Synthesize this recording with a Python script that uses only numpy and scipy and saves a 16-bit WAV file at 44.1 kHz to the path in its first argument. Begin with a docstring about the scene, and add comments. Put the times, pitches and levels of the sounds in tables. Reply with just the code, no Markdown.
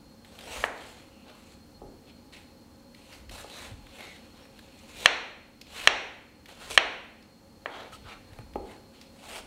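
"""A kitchen knife slices apple on a wooden board in a bare, ringing kitchen, over a low hum and a thin whine.
Noise bursts in shaped strokes hiss through wet flesh, and a first chop, a pulse plus board modes, cracks early.
Fruit ticks, squeaks and knocks as a hand moves it; then three loud chops overload the recorder and duck its gain.
A softer chop follows, pieces are set down, and a last stroke hisses at the end."""
import sys
import numpy as np
from scipy import signal
from scipy.fft import rfft, irfft, next_fast_len
from scipy.io import wavfile
from scipy.ndimage import uniform_filter1d

SR = 44100
rng = np.random.default_rng(int(sys.argv[2]) if len(sys.argv) > 2 else 0)


def wav_record(signal):
    """Record a signal, one row per channel, as 16-bit PCM in the file named by sys.argv[1]."""
    frames = np.transpose(np.atleast_2d(signal))
    bounded = np.clip(frames, -1, 1)
    # unit amplitude maps onto the largest positive 16-bit level
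    quanta = np.round(bounded * 32767).astype(np.int16)
    wavfile.write(sys.argv[1], SR, quanta)


N = 417186

# Reverberation of the kitchen: (frequency [Hz], t60 [s])
KITCHEN_DECAY = [(150, 0.92), (400, 0.8), (1000, 0.66), (2500, 0.72), (5000, 0.59), (9000, 0.58),
                 (15000, 0.047)]

# Spectrum of the steady air: (frequency [Hz], relative level [dB])
HUM_SPECTRUM = [(15, -46), (25, -72), (70, 0), (145, -4.5), (229, -0.5), (394, -10), (545, -5.5),
                (607, -14.5), (796, -12.5), (1890, -22.5), (3920, -25), (4250, -16), (4740, -24),
                (12900, -32.5), (16000, -33)]
HUM_DB = -56  # rms
# Humming bands: (frequency [Hz], width [Hz], rms level [dB])
HUM_BANDS = [(232, 63, -62), (293.7, 70, -64.5), (543, 19, -68), (836, 44, -72.5)]
WHINE_HZ, WHINE_DB = 4263, -69.5

# The table sways under the hands: (peak time [s], peak level [dB])
SWAYS = [(.6, -49.5), (1.88, -53.5), (3.32, -48.5), (3.76, -48.5), (5.08, -51.5), (5.9, -48.5), (6.8, -48),
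         (8.07, -52.5), (8.441, -49), (8.59, -48.5), (9.42, -54.5)]
SWAY_REST_DB, SWAY_RISE_DB_PER_S, SWAY_FALL_DB_PER_S = -64.5, 70, 75

# Hands jolt the table: (time [s], level before rise and decay [dB], frequency [Hz])
THUDS = [(1.849, -36.5, 121), (3.715, -28, 98), (8.049, -31, 87.4), (8.319, -32.5, 94.6), (8.389, -29, 115)]

# A thin squeak: (start [s], length [s], start pitch [Hz], held pitch [Hz], settling time [s], peak level [dB])
WHISTLE = (4.32, .29, 5300, 5560, .06, -70.5)
# Wet squeaks and scuffs: (start [s], length [s], start pitch [Hz], end pitch [Hz], width [Hz], peak level [dB])
SQUEAKS = [(0.45, 0.21, 2495, 3380, 500, -53), (1.1, 0.37, 2790, 2720, 700, -64.5),
           (3.501, 0.19, 4010, 3740, 432, -52), (3.565, 0.19, 1700, 1800, 800, -53),
           (3.977, 0.24, 2190, 2046, 380, -51), (4.017, 0.182, 3750, 3670, 200, -58.5),
           (7.92, 0.055, 1300, 1300, 200, -50), (8.685, 0.096, 2050, 1980, 301, -59),
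           (7.702, 0.17, 3300, 3220, 600, -54), (7.708, 0.18, 1400, 1295, 300, -52),
           (8.04, 0.17, 1350, 1305, 420, -52.5)]

# Wet flesh snaps or unsticks: (time [s], peak level [dB], pitch [Hz])
TICKS = [(0.247, -40, 2320), (0.388, -34.5, 2460), (0.408, -38, 2640), (1.298, -44, 2500),
         (1.351, -44.5, 900), (2.9463, -42, 2590), (3.1247, -42, 2710), (3.2936, -35, 2750),
         (3.8663, -42, 1890), (4.0057, -34.5, 2250), (4.452, -45, 1610), (4.5902, -40.5, 2470),
         (4.789, -47, 4350), (5.6126, -31.5, 3480), (5.667, -43.5, 2780), (6.4573, -36.5, 2514),
         (6.486, -41.5, 1735), (7.225, -47.5, 3276), (7.9232, -43, 1550), (8.332, -43, 2780),
         (8.3868, -40.5, 1616), (8.535, -45, 2600), (8.5557, -41, 1813), (8.835, -50, 2510),
         (9.0126, -37.5, 3160)]
TICK_SPREAD = 1.7  # the grit reaches this factor below and above its pitch
TICK_T60_S, TICK_SNAP_DB, TICK_RISE_S = 0.03, -12, 0.0014

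# Spectrum of rubbed wet flesh, before its bands are balanced: (frequency [Hz], relative level [dB])
FLESH_SPECTRUM = [(380, -4), (600, -3), (1200, -8.5), (1700, -6), (2200, -0.5), (2650, 2.5), (3200, 0.5),
                  (4100, -1.5), (5000, -10.5), (6300, -11.5), (8200, -11), (10500, -17), (13000, -21.5),
                  (16000, -25)]
# Blade and fingers rub fruit and wood; a cut swells slowly and stops on the board:
# (peak time [s], rise [s], hold [s], fall [s], peak level [dB], treble level [dB], body level [dB])
# Treble and body are relative to the middle band.
STROKES = [(0.254, .015, 0.13, 0.062, -64, -3, -1), (0.552, 0.23, 0.1, 0.03, -42, -5.5, -1.5),
           (0.795, 0.14, 0.079, 0.31, -53, -6.5, -2.5), (1.289, 0.076, 0.0075, 0.13, -57, -15, 3),
           (1.437, 0.2, 0.1, .03, -62, -4, -4), (2.097, .06, 0.0056, 0.031, -57.5, -18, -12),
           (2.332, 0.014, 0.0082, 0.16, -52, -8.5, -6.5), (2.968, .015, 0.11, .05, -63, -4.5, -13),
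           (3.136, 0.093, 0.014, 0.13, -53, -5, -2.5), (3.315, 0.01, 0.1, 0.034, -48, -2, -2.5),
           (3.578, 0.21, 0.081, 0.09, -47.5, -4.5, -2), (3.987, 0.23, 0.033, 0.44, -51.5, -8, -3),
           (4.38, 0.072, 0.04, 0.1, -61, -10, 2), (4.57, 0.087, 0.018, 0.3, -59.5, -8.5, -7),
           (4.854, 0.25, 0.059, .05, -58, -6.5, -8), (5.039, .16, 0.027, 0.011, -41, -5.5, -6),
           (5.628, .015, 0.16, 0.054, -64.5, -12.5, -6), (5.771, 0.11, 0.1, 0.022, -42, -6.5, -5),
           (6.49, 0.027, 0.028, 0.04, -51, -9.5, -2.5), (6.634, 0.14, 0.072, 0.026, -47.5, -6.5, -3),
           (6.706, 0.0094, 0.014, 0.033, -38, -4.5, -5.5), (6.747, .015, 0.0081, 0.016, -39, -3, -5.5),
           (7.768, 0.15, 0.055, 0.15, -50.5, -15, 2.5), (7.928, .015, .025, 0.028, -52, -4.5, -8),
           (8.088, 0.075, 0.044, 0.037, -48, -15, -0.5), (8.34, 0.18, 0.07, 0.055, -65.5, -6, 6),
           (8.703, 0.14, 0.042, 0.058, -56, -8.5, 2.5), (8.945, 0.027, .08, .12, -59, -10, -5.5),
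           (9.337, 0.21, 0.051, 0.043, -44, -5.5, -2)]
STROKE_ENDS_DB, STROKE_ROUND, STROKE_EDGE_S = -25, 1.28, 0.006  # end level, roundness of top, softness of ends

# Apple pieces set down on the board:
# (time [s], first landing's peak [dB], nominal contact [ms], rebound share [0-1], room level [dB])
KNOCKS = [(1.817, -35, 1, 0, -1), (3.444, -34, 0.36, 0.7, -4), (4.005, -40, 0.18, 0, -7),
          (8.388, -36, 0.27, 0.2, -18), (8.5565, -20.5, 0.75, 0, -6.5)]
# Modes of a fruit piece: (frequency [Hz], relative level [dB], t60 [s])
FRUIT_MODES = [(244, 3, 0.015), (389, -1, 0.039), (490, 2, 0.015), (830, -1, 0.033), (1260, -8, 0.022)]

# Blade meets board:
# (time [s], first landing's peak [dB], nominal contact [ms], rebound share [0-1], room level [dB],
#  sheen of the steel [dB], pitch favoured by the spot struck [Hz], its lift in the room sound [dB])
CHOPS = [(0.6397, -8, 0.43, 0.8, -7.5, 0, 1800, 5), (5.0587, 11.5, 0.038, 0.55, -14.5, 3, 4150, 5),
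         (5.8739, 11, 0.037, 0.55, -14.5, 3.5, 5550, 3), (6.7763, 9.5, 0.077, 0.9, -13.5, -0.5, 2950, 2.5),
         (7.6591, -17, 0.48, 0.64, -5, -3, 2105, 4)]
# Modes of the board, heard up close: (frequency [Hz], relative level [dB], t60 [s])
BOARD_MODES = [(525, -9, 0.004), (1000, -29, 0.0059), (1884, 10, 0.0054), (2433, 8, 0.0075),
               (2686, -1, 0.042), (3248, 6, 0.027), (4050, -0.5, 0.0085), (5620, 2.5, 0.0055),
               (6460, -5.5, 0.0055)]
# Spectrum a blow sends out: (frequency [Hz], relative level [dB])
CRACK_SPECTRUM = [(120, -54), (220, -11), (450, -1.5), (800, 3), (1250, -0.5), (1800, 2.5), (2450, 2.5),
                  (3400, -3), (4250, -5.5), (4850, -21), (5700, -11.5), (7000, -23.5), (9000, -33),
                  (14000, -51.5)]
REBOUND_S = 0.001712  # time between the two landings
SHEEN_HZ, SHEEN_WIDTH_HZ, SPOT_WIDTH_HZ = 7300, 1100, 220

EDGE_HZ = 15800  # upper band limit of the recorder


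def gain_of(db):
    """Logarithmic level: decibels to amplitude ratio."""
    return 10 ** (np.asarray(db) / 20)


def evened(x):
    """Normalisation of power: scales to rms 1."""
    return x / np.sqrt(np.mean(x ** 2) + 1e-20)


def read(points, hz):
    """Interpolation of a (frequency, value) table on a logarithmic frequency axis."""
    table_hz, value = np.transpose(points)
    return np.interp(np.log(hz + 1), np.log(table_hz + 1), value)


def add(mix, s, sound):
    """Superposition: adds a sound into the mix at time s."""
    part = mix[round(s * SR):][:len(sound)]
    part += sound[:len(part)]


def coloured(x, points):
    """Linear filtering: multiplies the spectrum by a (frequency, dB) curve."""
    size = next_fast_len(len(x))
    hz = np.fft.rfftfreq(size, 1 / SR)
    return irfft(rfft(x, size) * gain_of(read(points, hz)), size)[:len(x)]


def band(x, lo_hz, hi_hz):
    """Band-pass filtering: one band at rms 1."""
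    sos = signal.butter(3, [lo_hz, hi_hz], "band", fs=SR, output="sos")
    return evened(signal.sosfilt(sos, x))


def lifted(x, centre_hz, width_hz, db):
    """Resonant emphasis: raises or lowers one bell-shaped band."""
    hz = np.fft.rfftfreq(len(x), 1 / SR)
    bell = np.exp(-((hz - centre_hz) / width_hz) ** 2)
    return irfft(rfft(x) * gain_of(db * bell), len(x))


def fuzzy(hz, width, steady=0):
    """Modulation: slow complex noise plus a steady share on a carrier of pitch hz gives a narrow band, rms 1."""
    count, radius = len(hz), np.exp(-np.pi * width / SR)
    noise = rng.standard_normal(count) + 1j * rng.standard_normal(count)
    slow = signal.lfilter([1], [1, -2 * radius, radius * radius], noise)
    slow = slow / abs(slow).mean() + steady
    carrier = np.exp(2j * np.pi * np.cumsum(hz) / SR)
    return evened((slow * carrier).real)


def patchy(x, depth_db):
    """Random modulation: patches of pitch and time swell and fade as the contact wanders."""
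    spectra = signal.stft(x, nperseg=512)[2]
    patches = uniform_filter1d(rng.standard_normal(spectra.shape), size=8, axis=0)
    patches = uniform_filter1d(patches, size=12, axis=1)
    return signal.istft(spectra * gain_of(depth_db * evened(patches)), nperseg=512)[1][:len(x)]


def kitchen(x):
    """Reverberation: sparse taps of random sign build up briefly, then each band decays at its own rate."""
    taps = np.zeros(SR)
    slots = np.arange(60, SR - 20, 12)
    taps[slots + rng.integers(0, 12, len(slots))] = rng.choice([-1., 1.], len(slots))
    hz, t, spectra = signal.stft(taps, SR, nperseg=256)
    decay = gain_of(-60 * t / read(KITCHEN_DECAY, hz)[:, None])
    tail = signal.istft(spectra * decay, SR, nperseg=256)[1][:SR]
    tail = tail * np.clip(np.arange(SR) / SR / 0.0063, 0, 1) ** 1.2
    return signal.fftconvolve(x, tail / np.linalg.norm(tail))[:N]


def hum():
    """Stationary noise: steady air with a few humming bands and a flickering whine."""
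    out = gain_of(HUM_DB) * evened(coloured(rng.standard_normal(N), HUM_SPECTRUM))
    for hz, width, db in HUM_BANDS:
        out += gain_of(db) * fuzzy(np.full(N, hz), width)
    whine = fuzzy(np.full(N, WHINE_HZ), 40, steady=0.93)
    return out + gain_of(WHINE_DB) * whine


def sway():
    """Amplitude modulation: a low lumpy rumble swells with each push of the hands."""
    t, level = np.arange(N) / SR, gain_of(SWAY_REST_DB)
    for s, db in SWAYS:
        slope = np.where(t < s, SWAY_RISE_DB_PER_S, SWAY_FALL_DB_PER_S)
        level = np.maximum(level, gain_of(db - slope * abs(t - s)))
    return level * band(rng.standard_normal(N), 28, 85)


def thuds():
    """Damped oscillation: a few low cycles swell and die after each jolt."""
    t, out = np.arange(SR // 4) / SR, np.zeros(N)
    for s, db, hz in THUDS:
        rise = 1 - np.exp(-t / 0.0092)
        decay = gain_of(db - 740 * t)  # 740 dB per second
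        add(out, s, decay * rise * np.sin(2 * np.pi * hz * t))
    return out


def whistle():
    """Exponential glide: a thin squeak climbs quickly and then holds its pitch."""
    s, length, start_hz, held_hz, settle_s, db = WHISTLE
    t, out = np.arange(0, length, 1 / SR), np.zeros(N)
    pitch = held_hz + (start_hz - held_hz) * np.exp(-t / settle_s)
    tone = fuzzy(pitch, 40, steady=1.3)
    add(out, s, gain_of(db) * np.sin(np.pi * t / length) * tone)
    return out


def squeaks():
    """Frequency glide: narrow fuzzy bands swell, slide in pitch and fade."""
    out = np.zeros(N)
    for s, length, start_hz, end_hz, width, db in SQUEAKS:
        u = np.linspace(0, 1, round(length * SR))
        tone = fuzzy(start_hz + (end_hz - start_hz) * u, width, steady=25 / width)
        add(out, s, gain_of(db) * np.sin(np.pi * u ** 0.53) * tone)
    return out


def ticks():
    """Impulsive release: a decaying burst of grit around the pitch of the piece, with a snap of treble."""
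    t, out = np.arange(2000) / SR, np.zeros(N)
    for s, db, hz in TICKS:
        body = band(rng.standard_normal(len(t)), hz / TICK_SPREAD, hz * TICK_SPREAD)
        snap = band(rng.standard_normal(len(t)), 5500, 14000)
        burst = gain_of(-60 * t / TICK_T60_S) * (body + gain_of(TICK_SNAP_DB) * snap)
        burst = burst * np.minimum(t / TICK_RISE_S + 0.1, 1)
        add(out, s, gain_of(db) * burst / abs(burst).max())
    return out


def stroke(t, peak_s, rise_s, hold_s, fall_s):
    """Envelope: swells, holds and sinks with rounded shoulders and a definite start and stop."""
    before, after = (peak_s - t) / rise_s, (t - peak_s - hold_s) / fall_s
    off_peak = np.maximum(np.maximum(before, after), 0)
    ends = np.minimum((1 - before) * rise_s, (1 - after) * fall_s) / STROKE_EDGE_S + 1
    return gain_of(STROKE_ENDS_DB * off_peak ** STROKE_ROUND) * np.clip(ends, 0, 1)


def rubbing():
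    """Stick-slip friction: cells of wet flesh burst in dense uneven clicks over a hiss, in clumps."""
    sizes = gain_of(2 * np.minimum(rng.exponential(1, N), 5))
    bursts = sizes * rng.standard_normal(N) * (rng.random(N) < 5000 / SR)  # about 5000 a second
    pops = 7 * rng.standard_normal(N) * (rng.random(N) < 90 / SR)  # about 90 a second
    hiss = rng.standard_normal(N)
    clumps = gain_of(1.4 * evened(uniform_filter1d(rng.standard_normal(N), size=400)))
    grain = coloured((evened(bursts) + pops + hiss) * clumps, FLESH_SPECTRUM)
    grain = patchy(grain, depth_db=2)
    body, mid, treble = band(grain, 380, 1500), band(grain, 1500, 5200), band(grain, 5200, 16000)
    out, t = np.zeros(N), np.arange(N) / SR
    for peak_s, rise_s, hold_s, fall_s, db, treble_db, body_db in STROKES:
        at = slice(max(round((peak_s - 1) * SR), 0), round((peak_s + 1) * SR))
        mix = mid[at] + gain_of(treble_db) * treble[at] + gain_of(body_db) * body[at]
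        out[at] += gain_of(db) * mix * stroke(t[at], peak_s, rise_s, hold_s, fall_s)
    return out


def causal(points):
    """Minimum phase: the pulse of a given (frequency, dB) spectrum with its energy earliest."""
    log_gain = np.log(gain_of(read(points, abs(np.fft.fftfreq(4096, 1 / SR)))))
    phase = -signal.hilbert(log_gain).imag
    return np.fft.ifft(np.exp(log_gain + 1j * phase)).real[:2048]


def ring(modes):
    """Modal superposition: damped tones after a click, neighbours in opposite phase, peak 1."""
    t, tones = np.arange(2048) / SR, 0
    for k, (hz, db, t60) in enumerate(modes):
        tones = tones + (-1) ** k * gain_of(db - 60 * t / t60) * np.sin(2 * np.pi * hz * t)
    # small things send little bass
    tones = signal.sosfilt(signal.butter(2, 330, "high", fs=SR, output="sos"), tones)
    return tones / abs(tones).max()


def struck(body, contact_ms):
    """Convolution of a smooth contact force with a body's response: a longer contact is duller."""
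    u = np.arange(900) / SR / (contact_ms / 1000 / (2 * np.pi))
    return np.pad(np.convolve(u ** 2 * np.exp(-u), body), (0, SR))


def blows(rows, near, far):
    """Impact and rebound: two landings up close; the room answers the first, a little duller."""
    out, gap = np.zeros(N), round(REBOUND_S * SR)
    for s, db, contact_ms, rebound, room_db, *blade in rows:
        first, sent = struck(near, contact_ms), struck(far, 1.3 * contact_ms)
        if blade:
            sheen_db, spot_hz, spot_db = blade
            first = lifted(first, SHEEN_HZ, SHEEN_WIDTH_HZ, sheen_db)
            sent = lifted(sent, SHEEN_HZ, SHEEN_WIDTH_HZ, sheen_db)
            sent = lifted(sent, spot_hz, SPOT_WIDTH_HZ, spot_db)
        direct = first + rebound * np.roll(first, gap)
        sent = sent * np.linalg.norm(first) / np.linalg.norm(sent)  # equal energy
        echoes = kitchen(sent)[:len(first)]
        add(out, s, gain_of(db) / abs(first).max() * (direct + gain_of(room_db) * echoes))
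    return out


def knocks():
    """Modal excitation: apple pieces ring briefly as they are set down on the board."""
    fruit = ring(FRUIT_MODES)
    return blows(KNOCKS, fruit, fruit)


def chops():
    """Impact radiation: the blade sends out a crack, joined up close by the modes of the board."""
    crack = causal(CRACK_SPECTRUM)
    return blows(CHOPS, crack / abs(crack).max() + 1.5 * ring(BOARD_MODES), crack)


def scene():
    """Superposition of all sources in one channel; rubbing and ticks share the room."""
    small = rubbing() + ticks()
    background = hum() + sway() + thuds()
    handling = whistle() + squeaks() + small + gain_of(-9.5) * kitchen(small)
    return (background + handling + knocks() + chops())[None]


def record(dry):
    """Compression and saturation: gain falls soon after a loud blow and creeps back; peaks round off and clip."""
    power = signal.lfilter([0.012], [1, -0.988], dry[0] ** 2)
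    power_db = 10 * np.log10(power + 1e-12)
    fall = np.arange(N) * 18 / SR  # the held level falls 18 dB a second
    held_db = np.maximum.accumulate(power_db + fall) - fall
    over_db = np.maximum(held_db + 16, 0)  # threshold -16 dB
    ducked = dry / gain_of(0.26 * over_db)
    rounded = 1.176 * np.tanh(ducked / 1.17)
    edge = signal.firwin(511, EDGE_HZ, window=("kaiser", 9), fs=SR)
    return np.clip(signal.oaconvolve(rounded, edge[None], "same"), -1, 1)


dry = scene()
out = record(dry)
wav_record(out)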